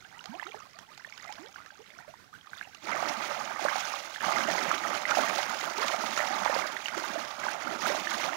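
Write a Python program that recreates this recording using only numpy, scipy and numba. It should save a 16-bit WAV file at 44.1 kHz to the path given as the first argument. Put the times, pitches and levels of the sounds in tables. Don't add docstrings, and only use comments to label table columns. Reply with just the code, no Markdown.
import sys
import numpy as np
from scipy import signal
from scipy.fft import rfft, irfft
from scipy.io import wavfile
from scipy.ndimage import uniform_filter1d
from numba import njit

SR = 44100
rng = np.random.default_rng(int(sys.argv[2]) if len(sys.argv) > 2 else 0)


def log_audio(samples):
    frames = np.atleast_2d(samples).T
    limited = np.clip(frames, -1, 1)
    pcm = np.round(limited * 32767).astype(np.int16)
    wavfile.write(sys.argv[1], SR, pcm)


N = 368676

# f/Hz, level/dB
PLUNGE_COLOUR = [(40, -6), (85, -24.5), (130, -15.5), (210, -1.5), (320, 0.5), (400, 1), (460, -8.5),
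                 (650, -44), (1500, -63)]
CHURN_COLOUR = [(250, -57.5), (450, -11.5), (530, -7.5), (640, -4), (780, -4), (920, -2), (1060, -6),
                (1220, 0.5), (1400, -1.5), (1750, -5), (2150, -5.5), (2600, -13), (3600, -9), (8000, -75)]
SPRAY_COLOUR = [(900, -40), (2000, 1.5), (2800, -0.5), (4300, -2), (6700, -1.5), (7300, -10.5),
                (8100, -15.5), (10500, -14.5), (13500, -22), (15000, -13)]
# t/s, length/s, churn level/dB, plunge over churn/dB, spray over churn/dB
SPLASHES = [(2.809, 0.037, -47.5, -6, -4.5), (2.848, 0.23, -34, -14, -14), (3.05, 0.025, -41.5, -14, -1.5),
            (3.153, 0.26, -38, -17, -10), (3.447, 0.064, -38.5, -20, -14.5), (3.578, 0.12, -36, -15.5, -7),
            (3.723, 0.18, -39.5, -30, -5), (3.857, 0.023, -45.5, -60, 0.5), (4.197, 0.21, -32, -13, -9.5),
            (4.456, 0.25, -33, -14, -9), (4.802, 0.14, -34, -15.5, -10), (5.054, 0.073, -32, -13.5, -12),
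            (5.139, 0.04, -29.5, -12.5, -7.5), (5.253, 0.28, -37, -17.5, -7.5),
            (5.586, 0.039, -35, -12.5, -9), (5.743, 0.18, -34, -16, -8), (5.985, 0.07, -38, -11, -4.5),
            (6.137, 0.063, -31, -20, -10.5), (6.25, 0.27, -36, -14, -13), (6.43, 0.17, -35, -16, -8),
            (6.815, 0.11, -45, -39, -5.5), (6.902, 0.19, -39.5, -11.5, -8.5), (7.03, 0.17, -41.5, -12, -5),
            (7.22, 0.021, -41, -29, -13), (7.345, 0.046, -41.5, -20, -10), (7.391, 0.14, -37.5, -15, -10.5),
            (7.577, 0.14, -37.5, -10, -11), (7.801, 0.09, -32.5, -11, -6.5), (8.07, 0.089, -34.5, -15, -8),
            (8.197, 0.057, -34, -19.5, -11.5)]


def thrashing(plunge_db=5, churn_db=2.5, gurgle_db=0.77, spray_db=3.5, mist_db=0.2, tick_db=-5):
    starts, lengths, churn_levels, plunge_over, spray_over = np.transpose(SPLASHES)
    plunge = cloud(PLUNGE_COLOUR, 80, 520, per_s=300, cycles=10, spread_db=2.2, rise=.25)
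    churn = cloud(CHURN_COLOUR, 509.6, 2855, per_s=2200, cycles=9, spread_db=3.0, rise=0.22)
    gurgle = cloud(CHURN_COLOUR, 520, 2400, per_s=170, cycles=28, spread_db=2.5, rise=.35)
    droplets = cloud(SPRAY_COLOUR, 1940, 13800, per_s=6000, cycles=22, spread_db=5.0, rise=0.14)
    spray = (gain_of(spray_db) * droplets + gain_of(mist_db) * mist()) * surges(per_s=110, depth_db=3.0)
    spray += gain_of(tick_db) * ticking(per_s=70, spread_db=2.5)
    deep = gain_of(plunge_db) * plunge
    froth = gain_of(churn_db) * churn + gain_of(gurgle_db) * gurgle
    water = deep * splash_gain(starts, lengths, churn_levels + plunge_over, lag_s=0.00092, rain_db=-10)
    water += froth * splash_gain(starts, lengths, churn_levels, lag_s=0.00067, rain_db=-9)
    water += spray * splash_gain(starts, lengths, churn_levels + spray_over, lag_s=-0.012, rain_db=-3.5)
    return water * surges(per_s=80, depth_db=0.56)


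def splash_gain(starts, lengths, levels_db, lag_s, rain_db):
    build_s, settle_db_per_s, rain_db_per_s = 0.049, 68, 21.5
    t = np.arange(0, N, 64) / SR
    power = np.zeros(len(t))
    for start, length, db in zip(starts, lengths, levels_db):
        age = t - start - lag_s
        after = np.maximum(age - length, 0)
        building = gain_of(db) * np.clip(age / build_s, 0, 1)
        settling = gain_of(-settle_db_per_s * after)
        raining = gain_of(rain_db - rain_db_per_s * after)
        power += building ** 2 * (settling ** 2 + raining ** 2)
    return np.interp(np.arange(N) / SR, t, np.sqrt(power))


# t/s, level/dB, f/Hz
PLOPS = [(0.1921, -32, 2880), (0.3966, -21.5, 1750), (0.4257, -24, 970), (0.43, -26.5, 1990),
         (0.4668, -25, 1350), (0.47, -35, 3800), (0.513, -38, 3350), (0.519, -31, 2350),
         (0.544, -26.5, 830), (0.6036, -34.5, 1130), (1.0475, -26, 1830), (1.1241, -29.5, 2250),
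         (1.2504, -32, 1250), (1.2938, -29, 830), (1.56, -30, 1480), (1.6023, -35, 1260),
         (1.6612, -35, 1730), (1.705, -34, 1590), (1.903, -37.5, 2150), (1.9878, -31, 1480),
         (2.1393, -32.5, 960), (2.3387, -32.5, 1490), (2.411, -41, 3250), (2.4718, -33.5, 1230),
         (2.5324, -25.5, 1550), (2.6116, -22, 1670), (2.7475, -34, 2830), (3.026, -13.5, 702),
         (3.594, -18.5, 835), (3.6503, -9.5, 580), (3.685, -11.5, 1620), (3.757, -15.5, 775),
         (3.938, -18.5, 1140), (4.1603, -22.5, 1730), (4.207, -20, 1710), (4.2821, -11.5, 740),
         (4.714, -9.5, 1294), (5.0534, -14, 2060), (5.1716, -10.5, 730), (5.1865, -9, 630),
         (5.235, -15, 1170), (5.387, -13, 800), (6.038, -16, 945), (6.064, -22, 1250), (6.176, -17, 1390),
         (6.382, -20, 1130), (6.4601, -10, 900), (6.4964, -12, 550), (6.563, -12.5, 520),
         (6.7669, -19, 1930), (6.8584, -17, 2900), (6.9781, -20, 566), (7.4659, -16.5, 940),
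         (7.4844, -15.5, 1520), (7.9472, -14.5, 673), (8.0714, -15.5, 1790)]
# f/Hz, level/dB
SPLUTTER_COLOUR = [(150, -10), (700, 3), (2000, 3), (4000, -7), (15000, -22)]
# f/Hz, level/dB
SURFACE_COLOUR = [(50, -44), (200, -2), (430, -11), (560, -1.5), (6700, 0.5), (8100, 3)]


def plops(ring_s=0.017, rise=0.12, splutter_db=-20, splutter_s=0.099, small_db=-16, small_count=3):
    rings, splutter = np.zeros(N), np.zeros(N)
    t = np.arange(SR // 10) / SR
    for start, db, hz in PLOPS:
        add(rings, start, gain_of(db) * bubble(hz * (1 - rise / 5), ring_s, rise))
        add(splutter, start, gain_of(db) * rng.standard_normal(len(t)) * fade(t, splutter_s))
        for delay, smallness in rng.random((small_count, 2)):
            small = bubble(hz * (1.062 + 1.157 * smallness), 26 / hz, rise)
            add(rings, start + 0.0035 + .05 * delay, gain_of(db + small_db) * small)
    return coloured(rings + gain_of(splutter_db) * coloured(splutter, SPLUTTER_COLOUR), SURFACE_COLOUR)


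# t/s, level/dB, starting f/Hz, length/s
GULPS = [(0.246, -40, 650, 0.063), (.285, -33, 181.6, 0.093), (0.327, -34, 850, 0.035),
         (0.34, -27.5, 634, 0.032), (0.453, -36, 309, 0.057), (0.544, -34.5, 377, 0.032),
         (0.653, -39, 1000, 0.025), (0.752, -44, 617, 0.056), (0.882, -45, 810, .045),
         (1.299, -34, 748, 0.043), (1.389, -37, 260, 0.1), (1.792, -38.5, 388, 0.041),
         (2.077, -33, 555, 0.038), (2.326, -37, 1170, 0.047), (4.481, -15.5, 597, 0.021),
         (5.781, -24.5, 371, 0.038), (5.943, -15.5, 678, 0.014), (7.157, -19, 617, 0.02),
         (7.9, -15, 540, 0.018), (8.299, -34.5, 225.6, 0.13)]


def gulps(trim_db=-2, fade_db=13, octaves_per_s=12.7):
    out = np.zeros(N)
    for start, db, first_hz, length in GULPS:
        t = np.arange(int(length * SR)) / SR
        turns = np.cumsum(first_hz * 2 ** (octaves_per_s * t)) / SR
        loudness = gain_of(db - fade_db * t / length) * signal.windows.tukey(len(t), .25)
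        add(out, start, loudness * np.sin(2 * np.pi * turns))
    return gain_of(trim_db) * out * surges(per_s=130, depth_db=2.0)


# t/s, level/dB
DRIPS = [(0.241, -29.5), (0.2571, -25.5), (0.3973, -36), (0.4668, -43), (0.788, -34), (0.9766, -32),
         (1.177, -32), (1.2428, -31.5), (1.3243, -26.5), (1.661, -35), (2.7474, -33), (3.7776, -32),
         (4.0595, -38), (4.3837, -20), (5.109, -17), (5.4297, -17.5), (5.8823, -14.5), (6.1761, -17.5),
         (6.448, -20), (6.8837, -18.5), (6.978, -22), (7.25, -29)]
# f/Hz, level/dB
DRIP_COLOUR = [(150, -4.5), (700, 6.5), (2000, 9), (6700, 2.5), (8100, -12), (15000, -20)]


def drips(trim_db=2, fade_s=0.019):
    out, t = np.zeros(N), np.arange(SR // 20) / SR
    for start, db in DRIPS:
        crack = coloured(rng.standard_normal(len(t)) * fade(t, fade_s), DRIP_COLOUR)
        add(out, start, gain_of(db) * crack / abs(crack).max())
    return gain_of(trim_db) * out


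# t/s, level/dB
FEEDING_LEVELS = [(0.0, -59.5), (0.5, -54.5), (0.85, -61), (1.3, -52.5), (1.6, -58), (2.1, -60.5),
                  (2.36, -70.5), (2.58, -51), (2.81, -62.5)]


def feeding(lap_db=2.5, chirp_db=3.0, droplet_db=7.0, mist_db=-5):
    times, busy_db = np.transpose(FEEDING_LEVELS)
    lap = cloud(CHURN_COLOUR, 517, 2760, per_s=220, cycles=24, spread_db=4.5, rise=0.5)
    chirps = cloud(CHURN_COLOUR, 620, 2300, per_s=45, cycles=65, spread_db=2.5, rise=.8)
    droplets = cloud(SPRAY_COLOUR, 1740, 8150, per_s=600, cycles=26, spread_db=4.5, rise=0.24)
    bubbles = gain_of(lap_db) * lap + gain_of(chirp_db) * chirps
    trickle = gain_of(droplet_db) * droplets + gain_of(mist_db) * mist() + ticking()
    trickle_db = -64 + 0.93 * (busy_db - busy_db.mean())
    return bubbles * level_curve(times, busy_db) + trickle * level_curve(times, trickle_db)


# f/Hz, level/dB
THIN_TICKS = [(500, -20), (2500, 0), (6700, 0), (8100, -9), (15000, -10)]


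def ticking(per_s=200, spread_db=2.0, tick_s=.0005):
    sizes = gain_of(spread_db * np.minimum(rng.exponential(1, N), 4))
    landings = sizes * (rng.random(N) < per_s / SR)
    bursts = signal.lfilter([1], [1, -np.exp(-1 / (tick_s * SR))], landings)
    return gain_of(-4) * evened(coloured(bursts * rng.standard_normal(N), THIN_TICKS))


def mist():
    return evened(coloured(rng.standard_normal(N), SPRAY_COLOUR))


def bank_echo(sound, echo_db=-13, fade_s=0.23):
    t = np.arange(SR // 3) / SR
    echoes = rng.standard_normal(len(t)) * (rng.random(len(t)) < .1) * (t > .002)
    tail = echoes * fade(t, fade_s)
    return sound + gain_of(echo_db) * signal.oaconvolve(sound, tail / np.linalg.norm(tail))[:N]


# f/Hz, level/dB
AIR_COLOUR = [(25, -7), (50, -10), (85, 1), (180, 2.5), (300, -2.5), (450, -4), (800, -20), (1400, 1),
              (2700, -14), (4000, -10), (6700, -16.5), (8200, -20.5), (13000, -24), (15000, -24)]


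def air(level_db=-56.5):
    rumble = evened(coloured(rng.standard_normal(N), AIR_COLOUR))
    return gain_of(level_db) * rumble * surges(per_s=34, depth_db=3.5)


def cloud(colour, low_hz, high_hz, per_s, cycles, spread_db, rise):
    dice = np.random.default_rng(rng.integers(2 ** 30))
    when, strength, smallness, life, glide = dice.random((int(per_s * N / SR), 5)).T
    hz = low_hz * (high_hz / low_hz) ** smallness
    gains = np.sqrt(hz) * gain_of(spread_db * np.minimum(-np.log(1 - strength), 3.5))
    fades_s = cycles * 2 ** (2 * life - 1) / hz
    return evened(coloured(ringing(when * N / SR, gains, hz, fades_s, 2 * rise * glide, N, SR), colour))


def bubble(hz, fade_s, rise):
    pitches, fades_s, rises = (np.full(1, float(value)) for value in (hz, fade_s, rise))
    ring = ringing(np.zeros(1), np.ones(1), pitches, fades_s, rises, int(fade_s * SR) + 2, SR)
    return ring / abs(ring).max()


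@njit
def ringing(starts, gains, pitches, fades_s, rises, length, sr):
    out = np.zeros(length)
    for k in range(len(starts)):
        first = int(starts[k] * sr)
        for i in range(min(int(fades_s[k] * sr), length - first)):
            turns, age = pitches[k] * i / sr, i / sr / fades_s[k]
            swell = turns * turns / (turns * turns + .25)
            tone = np.sin(2 * np.pi * turns * (1 + rises[k] * age / 2))
            out[first + i] += gains[k] * swell * np.exp(-6.9 * age) * tone
    return out


def gain_of(db):
    return 10 ** (np.asarray(db) / 20)


def fade(t, fade_s):
    return np.exp(-np.log(1000) * t / fade_s)


def evened(sound):
    return sound / np.sqrt(np.mean(sound ** 2) + 1e-20)


def add(mix, start_s, sound):
    part = mix[max(round(start_s * SR), 0):][:len(sound)]
    part += sound[:len(part)]


def coloured(sound, colour, size=4096):
    hz, db = np.transpose(colour)
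    log_hz = np.log(np.fft.rfftfreq(size, 1 / SR) + 1)
    cepstrum = irfft(np.log(gain_of(np.interp(log_hz, np.log(hz), db))))
    cepstrum[1:size // 2] *= 2
    cepstrum[size // 2 + 1:] = 0
    return signal.oaconvolve(sound, irfft(np.exp(rfft(cepstrum))))[:len(sound)]


def level_curve(times, db):
    t = np.arange(N) / SR
    playing = 1. * ((t >= times[0]) & (t <= times[-1] + .03))
    return gain_of(np.interp(t, times, db)) * uniform_filter1d(playing, size=600)


def surges(per_s, depth_db):
    points = np.clip(rng.standard_normal(4000), -2, 2)
    wander = np.interp(np.arange(N) / SR * per_s, np.arange(len(points)), points)
    return evened(gain_of(depth_db * wander))


# f/Hz, level/dB
TRACE_COLOUR = [(60, -30), (200, -44), (700, -42), (1300, -41), (2400, -33), (4400, -25), (8000, -20),
                (15000, -20)]
HISS_COLOUR = [(45, -9), (130, -5), (330, -1), (1000, 0), (4000, -1), (6500, -3), (8500, -12.5),
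               (15000, -14)]


def scene():
    pond = bank_echo(plops() + gulps() + drips() + feeding() + thrashing()) + air()
    trace = gain_of(-16) * coloured(bank_echo(pond, echo_db=15, fade_s=0.076), TRACE_COLOUR)
    hiss = gain_of(-66.5) * evened(coloured(rng.standard_normal(N), HISS_COLOUR))
    return np.array([trace + hiss, pond])


def record(dry):
    top_hz = 15800
    treble_cut = signal.firwin(511, top_hz, window=("kaiser", 9), fs=SR)
    return signal.oaconvolve(dry, treble_cut[None], "same")


dry = scene()
out = record(dry)
log_audio(out)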